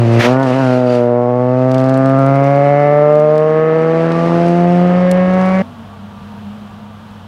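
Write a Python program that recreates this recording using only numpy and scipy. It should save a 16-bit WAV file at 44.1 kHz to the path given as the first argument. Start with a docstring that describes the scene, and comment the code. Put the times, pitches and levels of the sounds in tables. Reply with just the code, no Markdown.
"""A junction seen from the verge: a small four-cylinder rally car pulls away in one gear.
Firing orders ring through exhaust resonances, with rasp, uneven cylinders and puffed gas noise.
Shaped noise makes the tyres, gravel and wind; short noise cracks are stones flung by the tyres.
The scene then changes to a quiet field: another car far away, a steady hum, low wavering and
sinking tones, all made of sines, over a bed of road noise and air."""
import sys
import numpy as np
from scipy import signal
from scipy.fft import rfft, irfft, next_fast_len
from scipy.io import wavfile
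from scipy.ndimage import uniform_filter1d, minimum_filter1d, map_coordinates

SR = 44100
rng = np.random.default_rng(int(sys.argv[2]) if len(sys.argv) > 2 else 0)


def dump(signal):
    """Clip the signal to [-1, 1] and save it as 16-bit WAV at the path in sys.argv[1]."""
    limited = np.clip(np.atleast_2d(signal).T, -1, 1)
    pcm = np.round(limited * 32767).astype(np.int16)
    wavfile.write(sys.argv[1], SR, pcm)


N = 320607

# Noise spectra, by relative density: [frequency_hz, density_db]
FIELD_SPECTRUM = [(15, -34), (60, -12.5), (150, -8), (210, -9), (330, -21.5), (480, -20.5), (680, -16),
                  (1050, -18.5), (1550, -23.5), (2100, -32), (3100, -28.5), (4800, -40), (7700, -47.5),
                  (15800, -53.5)]  # far road noise and air
WIND_SPECTRUM = [(15, -0.5), (30, -16), (80, -2.5), (130, 1), (250, -38)]
TYRE_SPECTRUM = [(700, -22), (1500, 1), (2100, -3), (2650, 1.5), (3300, -7.5), (4600, -9), (6000, -13.5),
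                 (7700, -21.5), (9300, -22), (11200, -31), (15800, -39.5)]
GRAVEL_SPECTRUM = [(150, -18.5), (500, -4.5), (1000, -8), (1900, -6.5), (3100, -13), (4800, -22),
                   (6500, -24.5), (7700, -35.5), (9500, -36.5), (15800, -45)]
SQUEAL_SPECTRUM = [(2300, -27), (2550, -3.5), (2750, 2), (3000, -18.5), (4300, -18.5), (4650, -4),
                   (5100, -23.5)]
GAS_SPECTRUM = [(30, -46.5), (80, -33), (130, -6.5), (220, -5.5), (550, 0), (900, -7), (1400, -10.5),
                (2200, -17), (3200, -27.5), (6000, -48.5)]

# Tones over the field: [start_s, pitch_hz, level_db]
HUM = [(5.62, 96.5, -41), (7.27, 100.3, -39)]
DRONE = [(5.8, 199, -58), (5.85, 201, -37.5), (6.5, 207.4, -32), (7.27, 211.5, -40)]  # wavers
SINKING_TONE = [(5.62, 252, -38), (5.72, 242.2, -39), (5.8, 228.3, -32), (5.9, 217, -47), (5.97, 201, -60)]
# Far engine: [start_s, firing_hz, level_db]
FAR_ENGINE = [(5.62, 226.6, -40.5), (5.8, 224, -48.5), (6.25, 236.1, -43), (6.5, 227.6, -48.5),
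              (6.95, 237.4, -47), (7.27, 240.5, -51)]
# Balance of the far engine's firing orders: [order, relative_db]
FAR_ORDERS = [(1, 0), (2, -9.5), (3, -7.5), (4, -6), (5, -6), (6, -14.5)]

# Wind on the microphone: [start_s, level_db]
WIND_LEVEL = [(0, -52), (.33, -51), (.53, -63), (1.4, -52.5), (2.38, -50), (2.68, -63), (3.63, -54.5),
              (3.85, -49), (3.98, -45), (4.6, -38), (5.13, -36.5), (5.62, -34.5)]
# Tyres rolling: [start_s, level_db]
ROLLING_LEVEL = [(0, -43.5), (.4, -46.5), (.85, -52), (1.1, -54), (1.46, -48), (1.85, -41.5), (2.63, -42),
                 (3.1, -46), (3.64, -46.5), (4.33, -36), (4.7, -40), (5.11, -42.5), (5.6, -38.5)]
# Swells, where rise and fall each count 30 dB: [full_s, rise_s, hold_s, fall_s, level_db]
SCRUB_SWELLS = [(.19, .5, .14, .06, -32), (.47, .12, .27, .17, -35), (.92, .2, .03, .18, -33.5)]  # tyres scrubbing in the bend
GRAVEL_SWELL = (.198, .015, .062, .08, -14.5)  # a wheel crunches over loose gravel
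SQUEAL_SWELL = (.875, .035, .095, .035, -39)  # a tyre half squeals as it grips

# Loudest stones, before the band gains: [start_s, dull_db, bright_db]
LOUD_STONES = [(.3972, -32.5, -49), (.4285, -25, -48.5), (.4338, -28, -47), (1.7433, -24, -42),
               (1.781, -24, -53.5), (1.8124, -31.5, -44.5), (1.8937, -26.5, -39), (1.941, -26, -46.5),
               (1.9746, -35.5, -35.5), (2.0578, -26.5, -46), (2.0934, -38.5, -41), (2.1889, -31.5, -41),
               (2.2623, -30.5, -39), (2.3556, -31.5, -44.5), (2.4413, -28, -53), (2.5616, -34.5, -55),
               (3.1532, -32.5, -49), (3.1978, -32.5, -44), (3.3544, -31.5, -51), (3.3787, -27, -49.5),
               (3.4012, -33.5, -53.5), (4.118, -27.5, -49.5), (4.4813, -29.5, -43.5), (5.1129, -15, -21.5),
               (5.3427, -34, -54), (5.4587, -28.5, -47.5)]
# Small stones at random, before the band gains: [start_s, end_s, dull_db, bright_db]
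STONE_SHOWERS = [(1.663, 1.916, -29, -48), (5.245, 5.596, -35, -56.5)]

# Engine speed, surging twice as the tyres slip and grip, then climbing: [start_s, firing_hz]
REVS = [(0.0, 118.8), (0.06, 115.6), (0.23, 117.1), (0.31, 126.6), (0.42, 135.5), (0.5, 125.6),
        (0.51, 125.5), (0.59, 135.4), (0.66, 128.2), (0.72, 126), (0.8, 125.8), (1.03, 120.5),
        (1.22, 121.6), (1.49, 125.8), (1.6, 128.2), (2.24, 135.7), (3.43, 154.6), (4.54, 173),
        (5.53, 187.8), (5.62, 190.5)]
# Exhaust note: [start_s, level_db, slope above 700 Hz db_per_octave, extra lowest-order level_db]
NOTE = [(0, -9, 1, 20), (.2, -4.5, 3, 18), (.225, -13, 8, 11), (.265, 3, 15, -7), (.42, 4.5, 11, -4),
        (.5, 2, 9.5, -8.5), (.6, 4.5, 5.5, -4), (.8, 2.5, -2, -8), (1.05, -2.5, 7, 1), (1.27, -2, 8.5, -1),
        (1.6, 4.5, -1, -5.5), (2, 4.5, -16, -1), (2.3, 4.5, 0.5, 6), (2.7, 4.5, -1, 5), (3.1, 4.5, -7, 1.5),
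        (3.5, 1, -1.5, 2), (3.9, 1.5, 3.5, 2), (4.2, -2.5, 11, 8), (4.5, 1.5, 4.5, 4), (4.8, 0, 3.5, 7.5),
        (5.1, -5.5, 6, 9), (5.35, -0.5, 13.5, 2), (5.62, -5, 19.5, 5.5)]
# Exhaust resonances as heard on the verge: [centre_hz, width_hz, near_db, far_db]
PIPE_MODES = [(127.4, 14.4, -13, -21.5), (195.2, 32.9, 4.5, -12), (265, 24, -27.5, -5.5),
              (343.7, 35.0, -11, -18.5), (477.3, 52.4, -16.5, -11), (543, 11, -33.0, -5.5),
              (594.5, 71.0, -15.5, -12), (702, 89.5, -21, -19.5), (850.7, 87, -31.5, -33),
              (951, 72, -30.5, -43), (1098, 89, -39, -37.5), (1170, 25, -40.5, -33),
              (1268, 112, -43.5, -46), (1430, 86, -67, -69)]
# A resonance that sings on and off: [start_s, centre_hz, level_db]
SINGING = [(0, 1400, -47), (.25, 1390, -44), (.42, 1450, -28), (.5, 1400, -43), (.6, 1430, -30),
           (.8, 1263, -37.5), (1.3, 1248, -41), (1.8, 1194, -34.5), (2.2, 1219, -25), (2.7, 1235, -32),
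           (3.1, 1220, -29.5), (3.4, 1092, -30), (3.8, 1254, -33), (4.1, 1158, -33.5), (4.5, 1223, -43.5),
           (5.3, 1114, -32)]
# Harsh exhaust parts: [start_s, lower_rasp_db, upper_rasp_db, gas_roar_db, unevenness_db]
HARSH = [(0, -47, -47, -25.5, -44), (.17, -46, -41, -21.5, -33), (.41, -29.5, -53, -27, -53),
         (.6, -35, -41, -27, -50), (.84, -50, -51, -29.5, -50), (.91, -43, -45, -28.5, -48),
         (1.2, -47, -52, -35, -53), (1.9, -37.5, -43, -32, -40.5), (2.15, -39, -43, -28, -37),
         (2.3, -46, -32, -28.5, -40), (2.85, -33.5, -28.5, -26, -41.5), (3.25, -49.5, -41.5, -29, -35),
         (3.7, -34, -40.5, -25.5, -35.5), (4.3, -39.5, -43, -22.5, -25), (4.75, -38, -38, -28, -30),
         (4.9, -37.5, -38, -24, -31.5), (5.2, -30.5, -39.5, -24.5, -37.5), (5.62, -33, -41, -23.5, -47)]
# Tailpipe resonances behind the rasp: [centre_hz, width_hz]
RASP_MODES = [(1720, 260), (2060, 260), (2800, 800)]
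# Highest rasp resonance against the middle one: [start_s, relative_db]
TOP_RASP = [(0, -16), (2, -30), (3.1, -30), (4, -10), (5.62, -5)]
# Unevenness of the cylinders: [shaft_order, relative_db]
UNEVEN_ORDERS = [(1, -21.5), (3, 0), (5, -6.5), (7, -6), (9, -19.5), (11, -27.5), (13, -27.5), (15, -18),
                 (17, -31), (19, -30)]
# Pulse shape, changing early on: [start_s, phase_rad, spread_cycles]
PULSE_SMEAR = [(0, .4, .7), (.21, .4, .7), (.25, 2.4, .37), (.9, 2.4, .38), (1.4, 2.1, .4)]
# Air between car and verge shaking the top orders; also scales their flicker: [start_s, blur_rad]
AIR_BLUR = [(0, .15), (3.2, .2), (4, .6), (5.6, .8)]

CHANGE_S, FADE_S = 5.624, .006  # the place has changed by CHANGE_S
TOP_HZ = 15800
STONE_T60_S, STONE_ATTACK_S = 0.018, 0.00089
FAR_S = 5.6  # the car takes this long to go from near to far
SING_WIDTH_HZ = 300
FADING_DB_PER_ORDER, FLICKER_DB_PER_ORDER = .24, .45  # higher orders waver and flicker more


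def amp(db):
    """Gain of a level in dB."""
    return 10 ** (np.asarray(db) / 20)


def unit(x):
    """x at rms 1."""
    return x / np.sqrt(np.mean(x ** 2) + 1e-20)


def curves(rows):
    """One value per sample for each column after the time."""
    s, *columns = np.transpose(rows)
    return [np.interp(np.arange(N) / SR, s, column) for column in columns]


def wobble(rate):
    """A smooth random curve, rate knots a second."""
    knots = rng.standard_normal(int(N * rate / SR) + 4)
    return map_coordinates(knots, [np.arange(N) * rate / SR])


def filtered(x, response):
    """x times a response of frequency."""
    size = next_fast_len(N + 8192)
    return irfft(rfft(x, size) * response(np.fft.rfftfreq(size, 1 / SR)), size)[:N]


def rush(spectrum, patchy_db):
    """Noise of rms 1 whose time-frequency patches have random gain."""
    grains = signal.stft(rng.standard_normal(N), nperseg=512)[2]
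    patches = uniform_filter1d(rng.standard_normal(grains.shape), size=10, axis=1)
    patches = uniform_filter1d(patches, size=5, axis=0)
    noise = signal.istft(grains * amp(patchy_db * unit(patches)), nperseg=512)[1][:N]
    f, db = np.transpose(spectrum)
    shape = lambda hz: amp(np.interp(np.log(hz + 1), np.log(f), db, -120, -120))
    return unit(filtered(noise, shape))


def resonance(hz, mode):
    """Complex response of one mode, 1 at its centre."""
    centre, width = mode
    return 1j * hz * width / (centre ** 2 - hz ** 2 + 1j * hz * width)


def tone(hz, db, drift):
    """A sine whose phase is pushed about by the air on the way."""
    return np.sqrt(2) * amp(db) * np.sin(2 * np.pi * np.cumsum(hz) / SR + drift)


def swell(s, rise, hold, fall, db):
    """Gain that rises, holds and falls, straight in dB."""
    edges = s + np.array([-2 * rise, 0, hold, hold + 2 * fall])
    return amp(db + np.interp(np.arange(N) / SR, edges, [-60, 0, 0, -60]))


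def field_air():
    """Far road noise and air: shaped noise with a slightly unsteady level."""
    return amp(-38 + .6 * wobble(7.4)) * rush(FIELD_SPECTRUM, patchy_db=0.0)


def field_tones():
    """Hum, drone and sinking tone: sines with wandering phase; hum and drone waver in level too."""
    hum_hz, hum_db = curves(HUM)
    hum = tone(hum_hz, hum_db + 1.7 * wobble(45) + 1.6 * wobble(5.5), drift=0.56 * wobble(12))
    drone_hz, drone_db = curves(DRONE)
    drone = tone(drone_hz, drone_db + 2.4 * wobble(20), drift=0.7 * wobble(23))
    return hum + drone + tone(*curves(SINKING_TONE), drift=1.0 * wobble(21))


def far_car():
    """The far engine's firing orders, blurred by moving air, the higher the more."""
    firing_hz, level_db = curves(FAR_ENGINE)
    return sum(tone(k * firing_hz, level_db + db + 3.5 * wobble(16), drift=.5 * k * wobble(30))
               for k, db in FAR_ORDERS)


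def wind():
    """Wind rumbles on the microphone: low noise with a drifting level."""
    level_db, = curves(WIND_LEVEL)
    return amp(level_db + 0.84 * wobble(8)) * rush(WIND_SPECTRUM, patchy_db=1.0)


def tyres():
    """Rolling and scrubbing noise flutters and crackles with grit; gravel crunch and half squeal."""
    grip = amp(curves(ROLLING_LEVEL)[0]) + sum(swell(*row) for row in SCRUB_SWELLS)
    flutter = amp(0.83 * wobble(30) + 1.0 * wobble(180))
    rolling = grip * flutter * rush(TYRE_SPECTRUM, patchy_db=1.0)
    gravel = swell(*GRAVEL_SWELL) * amp(1.2 * wobble(250)) * rush(GRAVEL_SPECTRUM, patchy_db=.6)
    squeal = swell(*SQUEAL_SWELL) * amp(3 * wobble(90)) * rush(SQUEAL_SPECTRUM, patchy_db=3.0)
    return rolling + gravel + squeal


def shower(start, end, dull_db, bright_db, count=8):
    """Small stones at random moments, of scattered strength."""
    when, strength_db = rng.random(count), 3 * rng.standard_normal(count)
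    return [(start + u * (end - start), dull_db + db, bright_db + db)
            for u, db in zip(when, strength_db)]


def stones():
    """Each stone striking the bodywork is a crack of a few ms with a dull and a bright part."""
    dull, bright, t = np.zeros(N + SR), np.zeros(N + SR), np.arange(1500) / SR
    envelope = amp(-60 * t / STONE_T60_S) * (1 - np.exp(-t / STONE_ATTACK_S))
    small = [stone for row in STONE_SHOWERS for stone in shower(*row)]
    for s, dull_db, bright_db in list(LOUD_STONES) + small:
        crack = envelope * rng.standard_normal((2, len(t)))
        dull[round(s * SR):][:len(t)] += crack[0] * amp(dull_db)
        bright[round(s * SR):][:len(t)] += crack[1] * amp(bright_db)
    dull = filtered(dull[:N], lambda hz: resonance(hz, (3600, 5500)) ** 3)
    bright = filtered(bright[:N], lambda hz: resonance(hz, (8800, 5000)) ** 3)
    return amp(6.5) * dull + amp(9.5) * bright


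def gas_roar(turns, level_db):
    """Gas noise puffed out once a firing."""
    puff = 1 + .3 * np.cos(2 * np.pi * turns)
    return amp(level_db) * unit(puff * rush(GAS_SPECTRUM, patchy_db=1.1))


def uneven_cylinders(order, level_db):
    """Unequal cylinders add odd shaft orders, at half-steps of the firing rate."""
    return sum(amp(level_db + db + 0.77 * wobble(8.3)) * order(k / 2) for k, db in UNEVEN_ORDERS)


def exhaust_rasp(firing_hz, order, blur, lower_db, upper_db):
    """High firing orders through the tailpipe resonances, their phases scattered by the air."""
    levels_db = [lower_db, upper_db, upper_db + curves(TOP_RASP)[0]]
    rasp = 0
    for k in range(9, 22):
        fading_db = 2 * wobble(4)  # ground and hedge echoes make the top orders come and go
        pipe = sum(amp(db) * abs(resonance(k * firing_hz, mode)) ** 2
                   for db, mode in zip(levels_db, RASP_MODES))
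        scatter = 1.2 * wobble(3) + blur * wobble(40)
        rasp += amp(fading_db - 5) * pipe * order(k, scatter)
    return rasp


def exhaust_note(firing_hz, order, blur):
    """The low firing orders, each loud while it passes an exhaust resonance."""
    level_db, slope_db, boom_db = curves(NOTE)
    sing_hz, sing_db = curves(SINGING)
    far = np.clip(np.arange(0, N, 64) / SR / FAR_S, 0, 1)  # resonances are worked out every 64 samples
    note = 0
    for k in range(1, 13):
        power = 0
        for hz, width, near_db, far_db in PIPE_MODES:
            mode_gain = amp(near_db + far * (far_db - near_db))
            power += (mode_gain * abs(resonance(k * firing_hz[::64], (hz, width))) ** 2) ** 2
        tilt_db = slope_db * np.log2(np.maximum(k * firing_hz / 700, 1)) + boom_db * (k == 1)
        body = np.repeat(np.sqrt(power), 64)[:N] * amp(level_db + tilt_db)
        sing = amp(sing_db) * abs(resonance(k * firing_hz, (sing_hz, SING_WIDTH_HZ))) ** 2
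        fading_db = FADING_DB_PER_ORDER * wobble(3.983)
        flicker_db = FLICKER_DB_PER_ORDER * blur * (k > 1) * wobble(13)  # the air shakes them
        note += np.hypot(body, sing) * amp(k * (fading_db + flicker_db)) * order(k)
    return note


def near_car():
    """Firing orders in step make a pulse train, joined by rasp, unevenness and gas roar."""
    firing_hz, = curves(REVS)
    blur, = curves(AIR_BLUR)
    lower_db, upper_db, roar_db, uneven_db = curves(HARSH)
    start, spread = curves(PULSE_SMEAR)
    turns = np.cumsum(firing_hz) / SR + 0.0055 * wobble(45)  # firings so far, a little early or late

    def order(k, scatter=0):
        """One firing order at rms 1; lows leave the pipe later than highs."""
        lag = start - 2 * np.pi * spread * np.log(k * firing_hz / 500)
        return np.sqrt(2) * np.cos(2 * np.pi * k * turns + lag + scatter)

    pulses = exhaust_note(firing_hz, order, blur)
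    pulses = pulses + exhaust_rasp(firing_hz, order, blur, lower_db, upper_db)
    pulses *= amp(0.21 * wobble(70))  # firing strength varies
    return pulses + uneven_cylinders(order, uneven_db) + gas_roar(turns, roar_db)


def scene():
    """The verge, then a short crossfade to the field."""
    verge = np.clip((CHANGE_S - np.arange(N) / SR) / FADE_S, 0, 1)
    field = field_air() + field_tones() + far_car()
    roadside = wind() + tyres() + stones() + near_car()
    return (verge * roadside + (1 - verge) * field)[None]


def record(dry):
    """A fast limiter holds peaks at full scale, then everything above the band limit is removed."""
    needed = np.minimum(1, 1 / (abs(dry[0]) + 1e-9))
    gain = uniform_filter1d(minimum_filter1d(needed, size=177), size=88)
    return filtered(dry[0] * gain, lambda hz: hz < TOP_HZ)[None]


dry = scene()
out = record(dry)
dump(out)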